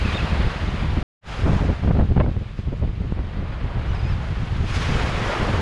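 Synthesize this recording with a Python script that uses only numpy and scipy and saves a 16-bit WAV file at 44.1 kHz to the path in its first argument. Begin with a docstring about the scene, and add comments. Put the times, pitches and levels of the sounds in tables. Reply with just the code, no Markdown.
"""On a sandy beach, small waves break and wash up while wind buffets the microphone.
Tumbling water roars, foam bubbles hiss and pop, and the falling crests throw spray.
The wind rumbles, and its eddies (small swirls of air) thump, flutter and slap.
The sound drops out for a moment, then returns with stronger gusts over a draining wave;
a new wave rolls in and breaks. Shore birds whistle faintly now and then."""
import sys
import numpy as np
from scipy import signal
from scipy.fft import rfft, irfft
from scipy.io import wavfile
from scipy.ndimage import uniform_filter1d, minimum_filter1d

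SR = 44100
rng = np.random.default_rng(int(sys.argv[2]) if len(sys.argv) > 2 else 0)


def inscribe(sig):
    """Save sig as 16-bit PCM at rate SR to the path in sys.argv[1].

    A 1-D sig is mono; a 2-D sig holds one channel per row.
    Samples are clipped to [-1, 1] before scaling.
    """
    pcm = np.round(np.clip(np.atleast_2d(sig).T, -1, 1) * 32767)
    wavfile.write(sys.argv[1], SR, pcm.astype(np.int16))


N = 247401
TIME = np.arange(N) / SR


def gain_of(db):
    """Turns decibels into a number to multiply a sound by."""
    return 10 ** (np.asarray(db) / 20)


def evened(x):
    """Scales a signal so its average strength (rms) is one."""
    return x / np.sqrt(np.mean(x ** 2) + 1e-20)


def follow(curve):
    """Joins (time, value) points with straight lines."""
    return np.interp(TIME, *np.transpose(curve))


def add(mix, start_s, sound):
    """Mixes a sound in at a given time."""
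    part = mix[max(round(start_s * SR), 0):][:len(sound)]
    part += sound[:len(part)]


def coloured(x, tone):
    """Makes each pitch in a signal as strong as a tone table says, then evens the result."""
    pitch_hz, level_db = np.transpose(tone)
    hz = np.fft.rfftfreq(len(x), 1 / SR)
    curve_db = np.interp(np.log(hz + 1), np.log(pitch_hz + 1), level_db)
    return evened(irfft(rfft(x) * gain_of(curve_db), len(x)))


def wander(rate_hz):
    """A smooth random drift, up to about the given rate."""
    hz = np.fft.rfftfreq(N // 32, 32 / SR)
    slow = irfft(rfft(rng.standard_normal(N // 32)) / (1 + (hz / rate_hz) ** 4), N // 32)
    return evened(np.interp(np.arange(N) / 32, np.arange(N // 32), slow))


def bump(centre_s, width_s):
    """A bell-shaped rise and fall around a moment."""
    return np.exp(-np.minimum(((TIME - centre_s) / width_s) ** 2, 20))


# Bird notes: start_s, length_s, level_db, overtone_db, start_hz, middle_hz, end_hz, trill (0 to 1)
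BIRD_NOTES = [(0.047, 0.011, -32, -24, 2520, 2600, 2660, 0.1),
              (0.059, 0.012, -35, -24, 2610, 2500, 2440, 0),
              (0.082, 0.012, -33.5, -22, 2500, 2480, 2440, 0),
              (0.096, 0.02, -36.5, -18, 2470, 2400, 2250, .4),
              (0.124, 0.024, -40, -24, 3400, 2900, 2480, .5),
              (0.135, 0.038, -38, -26, 3550, 3670, 3700, 0.5),
              (0.169, 0.01, -32.5, -26, 3670, 3600, 3550, 0), (.178, 0.011, -32, -25, 2720, 2620, 2540, 0),
              (.191, 0.0074, -34, -25, 2670, 2700, 2620, 0),
              (0.202, .011, -31.5, -25, 2610, 2560, 2530, 0.1),
              (2.228, 0.018, -47, -32, 2180, 2200, 2180, 0),
              (3.879, 0.049, -52, -12, 2770, 2990, 2720, 0.2),
              (3.945, 0.028, -50, -5, 2760, 2560, 2380, .45), (3.99, 0.01, -50, 1, 2580, 2500, 2440, 0),
              (3.999, 0.02, -52, -3, 2500, 2380, 2320, .9), (4.029, 0.048, -48.5, -7, 2590, 2480, 2490, .2),
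              (4.076, 0.034, -48.5, -7, 2490, 2620, 2640, .1), (4.106, .033, -49, -5, 2650, 2460, 2260, .1)]

def birds(trill_hz=89.5, fade_s=0.0033, waver_db=2):
    """Thin, gliding whistles with an overtone an octave up; some break into a fast trill."""
    out = np.zeros(N)
    for start_s, length_s, level_db, overtone_db, *pitches_hz, trill in BIRD_NOTES:
        progress = np.linspace(0, 1, int(length_s * SR))
        glide_hz = np.polyval(np.polyfit([0, .5, 1], pitches_hz, deg=2), progress)
        phase = 2 * np.pi * np.cumsum(glide_hz) / SR
        whistle = np.sin(phase) + gain_of(overtone_db) * np.sin(2 * phase)
        pulses = evened(1 - trill * np.cos(2 * np.pi * trill_hz * length_s * progress))
        fade = signal.windows.tukey(len(progress), 2 * fade_s / length_s)
        add(out, start_s, gain_of(level_db) * np.sqrt(2) * whistle * pulses * fade)
    return out * gain_of(waver_db * wander(90))


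def churn(tone, patchy_db, flicker_db):
    """The noise of countless bubbles, whose clouds swell and fade in patches of pitch and time."""
    real, imag, patches = rng.standard_normal((3, N // 128 + 5, 257))  # grids of time by pitch
    patches = evened(uniform_filter1d(uniform_filter1d(patches, size=14, axis=0), size=5, axis=1))
    grid = (real + 1j * imag) * gain_of(patchy_db * patches)
    noise = signal.istft(grid.T, nperseg=512, noverlap=384)[1][:N]
    return coloured(noise * gain_of(flicker_db * wander(31.5)), tone)


def bubbles(low_hz, high_hz, per_s, decay_cycles, spread_db, pitch_count=30):
    """Single bubbles ring briefly, rising in pitch as they near the surface."""
    out = np.zeros(N)
    for hz in np.geomspace(low_hz, high_hz, pitch_count):
        starts = rng.random(N) < per_s / pitch_count / SR
        strength = gain_of(spread_db * np.minimum(rng.exponential(1, N), 4))
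        age = np.arange(int(5 * decay_cycles * SR / hz)) * hz / SR / decay_cycles
        ring = np.exp(-age) * np.sin(2 * np.pi * decay_cycles * (age + 0.019 * age ** 2))
        out += signal.oaconvolve(strength * starts, ring * np.sqrt(hz))[:N]
    return evened(out)


# Breaking waves: start_s, rise_s, hold_s, sag_db_per_s (below zero it grows), roar_db, foam_db, spray_db
WAVES = [(-.3, 0.38, 1.1, 8, -30.5, -32.5, -50), (1.118, 0.19, 0.25, -3, -33, -40.5, -53),
         (2.878, 0.83, 1.2, 6, -36, -46.5, -68), (3.698, 0.19, .7, -6.5, -60, -47, -62),
         (4.58, 0.22, .9, 3, -27.5, -32.5, -46), (5.19, 0.037, 0.09, 12, -25, -38, -52)]

def wave_level(part, calm_db, drain_db_per_s, lag_s=0):
    """How loud one part of the surf is: each wave rises, runs up the sand, then drains away."""
    column = ("roar", "foam", "spray").index(part)
    power = gain_of(calm_db) ** 2
    for start_s, rise_s, hold_s, sag_db_per_s, *levels_db in WAVES:
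        age_s = TIME - start_s
        sag_db = sag_db_per_s * np.clip(age_s - rise_s, 0, hold_s)
        drain_db = drain_db_per_s * np.maximum(age_s - rise_s - hold_s, 0)
        build_s = rise_s + min(lag_s, 2 * rise_s)  # a quick plunge leaves little time to lag
        level = np.clip(age_s / build_s, 0, 1) * gain_of(levels_db[column] - sag_db - drain_db)
        power = power + level ** 2
    return np.sqrt(power)


# Splashes of a falling crest: centre_s, width_s, level_db
SPLASHES = [(2.596, 0.04, -63.5), (2.78, .025, -64), (4.705, 0.032, -49), (4.757, 0.018, -41),
            (4.83, 0.025, -45.5), (4.97, .08, -49.5), (5.315, .05, -49)]

def splash_level():
    """Falling water briefly stirs up extra foam and spray."""
    return sum(gain_of(level_db) * bump(centre_s, width_s) for centre_s, width_s, level_db in SPLASHES)


# Tone of tumbling water: pitch_hz, level_db
ROAR_TONE = [(60, 3), (200, -4.5), (330, -1), (480, 1.5), (750, 0), (1200, -1.5), (2000, -8), (3500, -22.5),
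             (7000, -57.5)]

def roar():
    """The crest tumbles over with a low roar that builds later than the foam."""
    level = wave_level("roar", calm_db=-51, drain_db_per_s=35, lag_s=0.26)
    return level * churn(ROAR_TONE, patchy_db=0.5, flicker_db=0.56)


# Tone of washing foam: pitch_hz, level_db
FOAM_TONE = [(200, -27.5), (600, -9.5), (1100, 1.5), (1600, 1.5), (2400, 0.5), (3200, -2), (4100, -7),
             (5000, -12.5), (6000, -33.5), (9000, -31.5), (11500, -38.5), (13000, -54)]

def foam():
    """Foam washes over the sand while single bubbles pop in it."""
    wash = churn(FOAM_TONE, patchy_db=0.7, flicker_db=0.87)
    pops = gain_of(-16) * bubbles(900, 4200, per_s=600, decay_cycles=8.7, spread_db=2.0)
    level = wave_level("foam", calm_db=-50, drain_db_per_s=23.5)
    return np.hypot(level, gain_of(9.5) * splash_level()) * (wash + pops)


# Tone of flying spray: pitch_hz, level_db
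SPRAY_TONE = [(1500, -20), (3500, -13.5), (4900, 5.5), (5600, 3), (6900, 0.5), (7600, -6.5), (8100, -5.5),
              (9000, -12), (10800, -11), (11600, -26.5), (13000, -37)]

def spray():
    """The breaking crest throws hissing spray, and tiny bubbles fizz."""
    hiss = churn(SPRAY_TONE, patchy_db=1.0, flicker_db=0.77)
    fizz = gain_of(-13) * bubbles(3500, 8000, per_s=410, decay_cycles=3, spread_db=4.5)
    level = wave_level("spray", calm_db=-67.5, drain_db_per_s=34)
    return np.hypot(level, splash_level()) * hiss + level * fizz


# Strength of the breeze between eddies: time_s, level_db
BREEZE = [(0, -22), (.3, -25), (.45, -26), (.54, -30.5), (.65, -26.5), (.75, -24.5), (.85, -23),
          (1.03, -22), (1.3, -31.5), (1.5, -24), (1.78, -30.5), (2.35, -25.5), (2.42, -29), (2.49, -33),
          (2.6, -28), (2.8, -28.5), (2.95, -30), (3.15, -26), (3.3, -31), (3.52, -27.5), (3.72, -29.5),
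          (3.85, -25), (4, -24.5), (4.2, -25.5), (4.36, -26), (4.54, -26), (4.7, -23.5), (5, -23.5),
          (5.27, -24), (5.34, -35), (5.45, -27), (5.6, -24.5)]
# Strength of fine turbulence (choppy air) compared with the rumble: time_s, level_db
TURBULENCE_SHARE = [(0, -10), (1.4, -9), (2.7, -12.5), (3.4, -11), (3.9, -21), (4.4, -15.5), (4.95, -10.5),
                    (5.6, -6.5)]
# Tones of the rumble, the turbulence and the heave (very deep pressure swings): pitch_hz, level_db
RUMBLE_TONE = [(8, -7.5), (25, -1.5), (45, 4), (80, 3), (115, 0), (160, -7.5), (240, -19.5), (400, -28),
               (800, -61), (2000, -82)]
TURBULENCE_TONE = [(60, -22), (130, -2.5), (190, 1), (280, -9.5), (420, -13), (900, -26), (3000, -59.5),
                   (8000, -85.5)]
HEAVE_TONE = [(10, -13), (24, -1), (42, 1), (65, -13.5), (130, -44.5), (400, -89)]

def wind(gusty_db=1.2, gusty_hz=6.1):
    """Lumps of air pressure roll over the microphone and swell to a thump with each eddy."""
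    rumble = coloured(rng.standard_normal(N), RUMBLE_TONE)
    strength = np.sqrt(uniform_filter1d(rumble ** 2, size=3500) + 1e-6)
    rumble = evened(rumble / strength ** (3 / 4))  # wind speed, more than chance, sizes the lumps
    turbulence = coloured(abs(rumble) * rng.standard_normal(N), TURBULENCE_TONE)
    breeze = gain_of(follow(BREEZE) + gusty_db * wander(gusty_hz))
    thumps = thump_power()
    level = np.sqrt(breeze ** 2 + thumps)
    # the strongest eddies also heave deeply
    heave = gain_of(6.5) * thumps * coloured(rng.standard_normal(N), HEAVE_TONE)
    return level * (rumble + gain_of(follow(TURBULENCE_SHARE)) * turbulence) + heave


# Eddies hitting the microphone: peak_s, width_s, thump_db, flutter_db, fade_above_hz
EDDIES = [(0.15, 0.014, -36, -21.5, 420), (0.235, 0.013, -22, -31, 350), (0.328, 0.02, -22, -38, 400),
          (0.357, 0.012, -22, -27, 420), (0.402, 0.031, -21, -35, 380), (0.458, 0.015, -17, -39, 300),
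          (0.65, 0.03, -22.5, -43, 300), (0.743, .01, -28, -24.5, 400), (0.84, 0.013, -23, -36, 300),
          (0.975, 0.02, -30, -25.5, 400), (1.425, 0.01, -21, -33.5, 499),
          (1.473, 0.039, -17.5, -20.5, 1260), (1.53, 0.024, -14.5, -29, 1030), (1.63, 0.049, -20, -24, 640),
          (1.7, 0.022, -19, -21, 650), (1.883, 0.036, -16, -30, 865), (1.911, 0.01, -16.5, -17, 1900),
          (1.972, 0.034, -19.5, -23, 645), (2.016, 0.026, -13.5, -28, 1200), (2.11, 0.014, -15.5, -30, 450),
          (2.177, 0.012, -17, -27, 930), (2.203, 0.015, -14, -16, 3100), (2.242, 0.018, -34, -23.5, 700),
          (2.279, 0.021, -18, -26, 750), (2.367, 0.0086, -24, -35, 450), (2.421, 0.005, -31, -38, 300),
          (2.683, 0.0035, -21.5, -29.5, 500), (2.731, 0.015, -27, -25.5, 600),
          (2.832, 0.024, -21, -25.5, 720), (2.888, 0.014, -21, -40, 450), (3.012, 0.015, -23.5, -29.5, 360),
          (3.047, .015, -30, -29, 360), (3.19, 0.016, -21.5, -28.5, 500), (3.27, 0.0063, -24.5, -40, 300),
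          (3.375, 0.018, -27, -33, 380), (3.415, 0.023, -22.5, -32, 380), (3.65, 0.027, -24.5, -32.5, 320),
          (3.775, .016, -23, -37, 300), (3.895, 0.021, -20.5, -36, 300), (4.05, 0.024, -22.5, -34, 400),
          (4.125, 0.013, -20, -41, 300), (4.182, 0.0075, -25, -43, 300), (4.314, 0.012, -21, -30, 300),
          (4.415, 0.023, -23.5, -39, 300), (4.52, 0.012, -22, -36, 300), (4.566, 0.0077, -22, -38, 304),
          (4.605, 0.017, -21.5, -31.5, 300), (4.638, 0.014, -23, -28, 550), (4.775, 0.022, -27.5, -32, 306),
          (4.895, 0.014, -28, -24, 300), (4.961, 0.018, -19.5, -25.5, 300), (5.03, 0.02, -23.5, -31, 300),
          (5.418, 0.0078, -16, -27, 394), (5.492, 0.013, -25, -29, 830), (5.54, 0.019, -24, -26, 260),
          (5.596, .012, -23, -24.5, 350)]

def eddies(low_hz=115, ragged_db=2.0, front_share=0.63):
    """Each eddy is a ragged flutter with a quick front; faster ones break up and reach higher pitches."""
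    out, t = np.zeros(N), np.arange(-4096, 4096) / SR
    hz = np.fft.rfftfreq(len(t), 1 / SR)
    for peak_s, width_s, _, flutter_db, fade_above_hz in EDDIES:
        noise, lumps = rng.standard_normal((2, len(t)))
        shape = np.exp(-2 * (t / np.where(t < 0, front_share * width_s, width_s)) ** 2)
        ragged = gain_of(ragged_db * evened(uniform_filter1d(lumps, size=180)))
        burst = rfft(noise * shape * ragged)
        # whirls of all sizes share the energy
        burst /= np.sqrt(uniform_filter1d(abs(burst) ** 2, size=55) + 1e-12)
        bass_hump = hz ** 2 / (hz ** 2 + low_hz ** 2) / (hz + low_hz) ** 1.39
        treble_cut = np.sqrt(1 + (hz / fade_above_hz) ** 5.3) * (1 + (hz / 4300) ** 6)
        puff = evened(irfft(burst * bass_hump / treble_cut)) * np.sqrt(np.mean(shape ** 2))
        add(out, peak_s + t[0], gain_of(flutter_db) * puff)
    return out


def thump_power(spread_s=0.012):
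    """The power eddies add to the rumble; each low thump outlasts its flutter a little."""
    return sum((gain_of(thump_db) * bump(peak_s, width_s + spread_s)) ** 2
               for peak_s, width_s, thump_db, *_ in EDDIES)


# Gust fronts slapping the microphone: start_s, push_s, push_db, crackle_db
SLAPS = [(0.971, 0.0034, -11.5, -43), (1.531, 0.0017, -22, -29), (1.617, 0.0017, -14.5, -34.5),
         (1.729, 0.0017, -19, -31), (1.837, 0.0019, -17, -31), (1.847, 0.0035, -12, -30),
         (1.874, 0.0011, -18, -26), (1.902, 0.0017, -16, -27), (1.909, 0.0029, -9.5, -17.5),
         (1.952, 0.0019, -15.5, -31), (1.971, .0028, -11, -31), (1.99, 0.00093, -25, -26),
         (1.997, 0.0021, -11, -24.5), (2.011, 0.0014, -17, -25), (2.019, 0.0032, -14, -32),
         (2.109, 0.0013, -24, -47), (2.122, 0.0038, -10, -45), (2.162, 0.0013, -18, -28),
         (2.167, 0.003, -8, -29), (2.175, 0.0013, -18, -21), (2.206, 0.0017, -10.5, -16.5),
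         (2.212, .0016, -18, -24), (2.262, 0.0011, -21, -29.5), (2.295, .0015, -23, -36),
         (2.366, 0.0021, -18.5, -42), (2.59, 0.0039, -16.5, -43), (2.675, 0.0057, -15.5, -46),
         (2.728, 0.0028, -16, -40), (2.825, 0.0053, -10, -44), (2.876, 0.0017, -22.5, -42),
         (3.123, 0.0029, -10.5, -48), (3.175, 0.0026, -24, -33), (3.191, 0.0018, -17.5, -38),
         (5.489, 0.00068, -16, -21)]
# Tone of the crackle behind a front: pitch_hz, level_db
CRACKLE_TONE = [(200, -12), (600, 10), (1000, 1), (1600, -2), (2200, -11.5), (3500, -22), (5000, -29),
                (9000, -67)]

def slaps(crackle_decay_s=0.0053, top_hz=3400):
    """A steep gust front gives one sharp push and a longer suck, and tears into a short crackle."""
    out, t = np.zeros(N), np.arange(2048) / SR
    for start_s, push_s, push_db, crackle_db in SLAPS:
        age = 2 * t / push_s  # the push turns into a suck at age 2
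        pulse = age * (2 - age) * np.exp(-age)
        noise = coloured(rng.standard_normal(len(t)), CRACKLE_TONE)
        crackle = noise * np.exp(-t / crackle_decay_s) * (1 - np.exp(-2 * age))
        add(out, start_s, gain_of(push_db) * pulse / pulse.max() + gain_of(crackle_db) * crackle)
    return signal.sosfilt(signal.butter(4, top_hz, fs=SR, output="sos"), out)


def scene():
    """Surf and birds farther off, wind right on the microphone, in one channel."""
    surf = roar() + foam() + spray()
    return (surf + birds() + wind() + eddies() + slaps())[None]


def record(dry, ceiling=0.5, stop_s=1.029, return_s=1.211, full_s=1.288, top_hz=12900):
    """A limiter turns down the biggest gusts, the sound stops and fades back, and top treble is cut."""
    needed_gain = ceiling / np.maximum(abs(dry[0]), ceiling)
    limiter = uniform_filter1d(minimum_filter1d(needed_gain, size=600), size=600)
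    cut_out = np.clip((stop_s - TIME) * 1000, 0, 1)
    fade_in = np.clip((TIME - return_s) / (full_s - return_s), 0, 1) ** 2
    treble_filter = signal.firwin(511, top_hz, window=("kaiser", 9), fs=SR)
    return signal.oaconvolve(dry * limiter * (cut_out + fade_in), treble_filter[None], "same")


dry = scene()
out = record(dry)
inscribe(out)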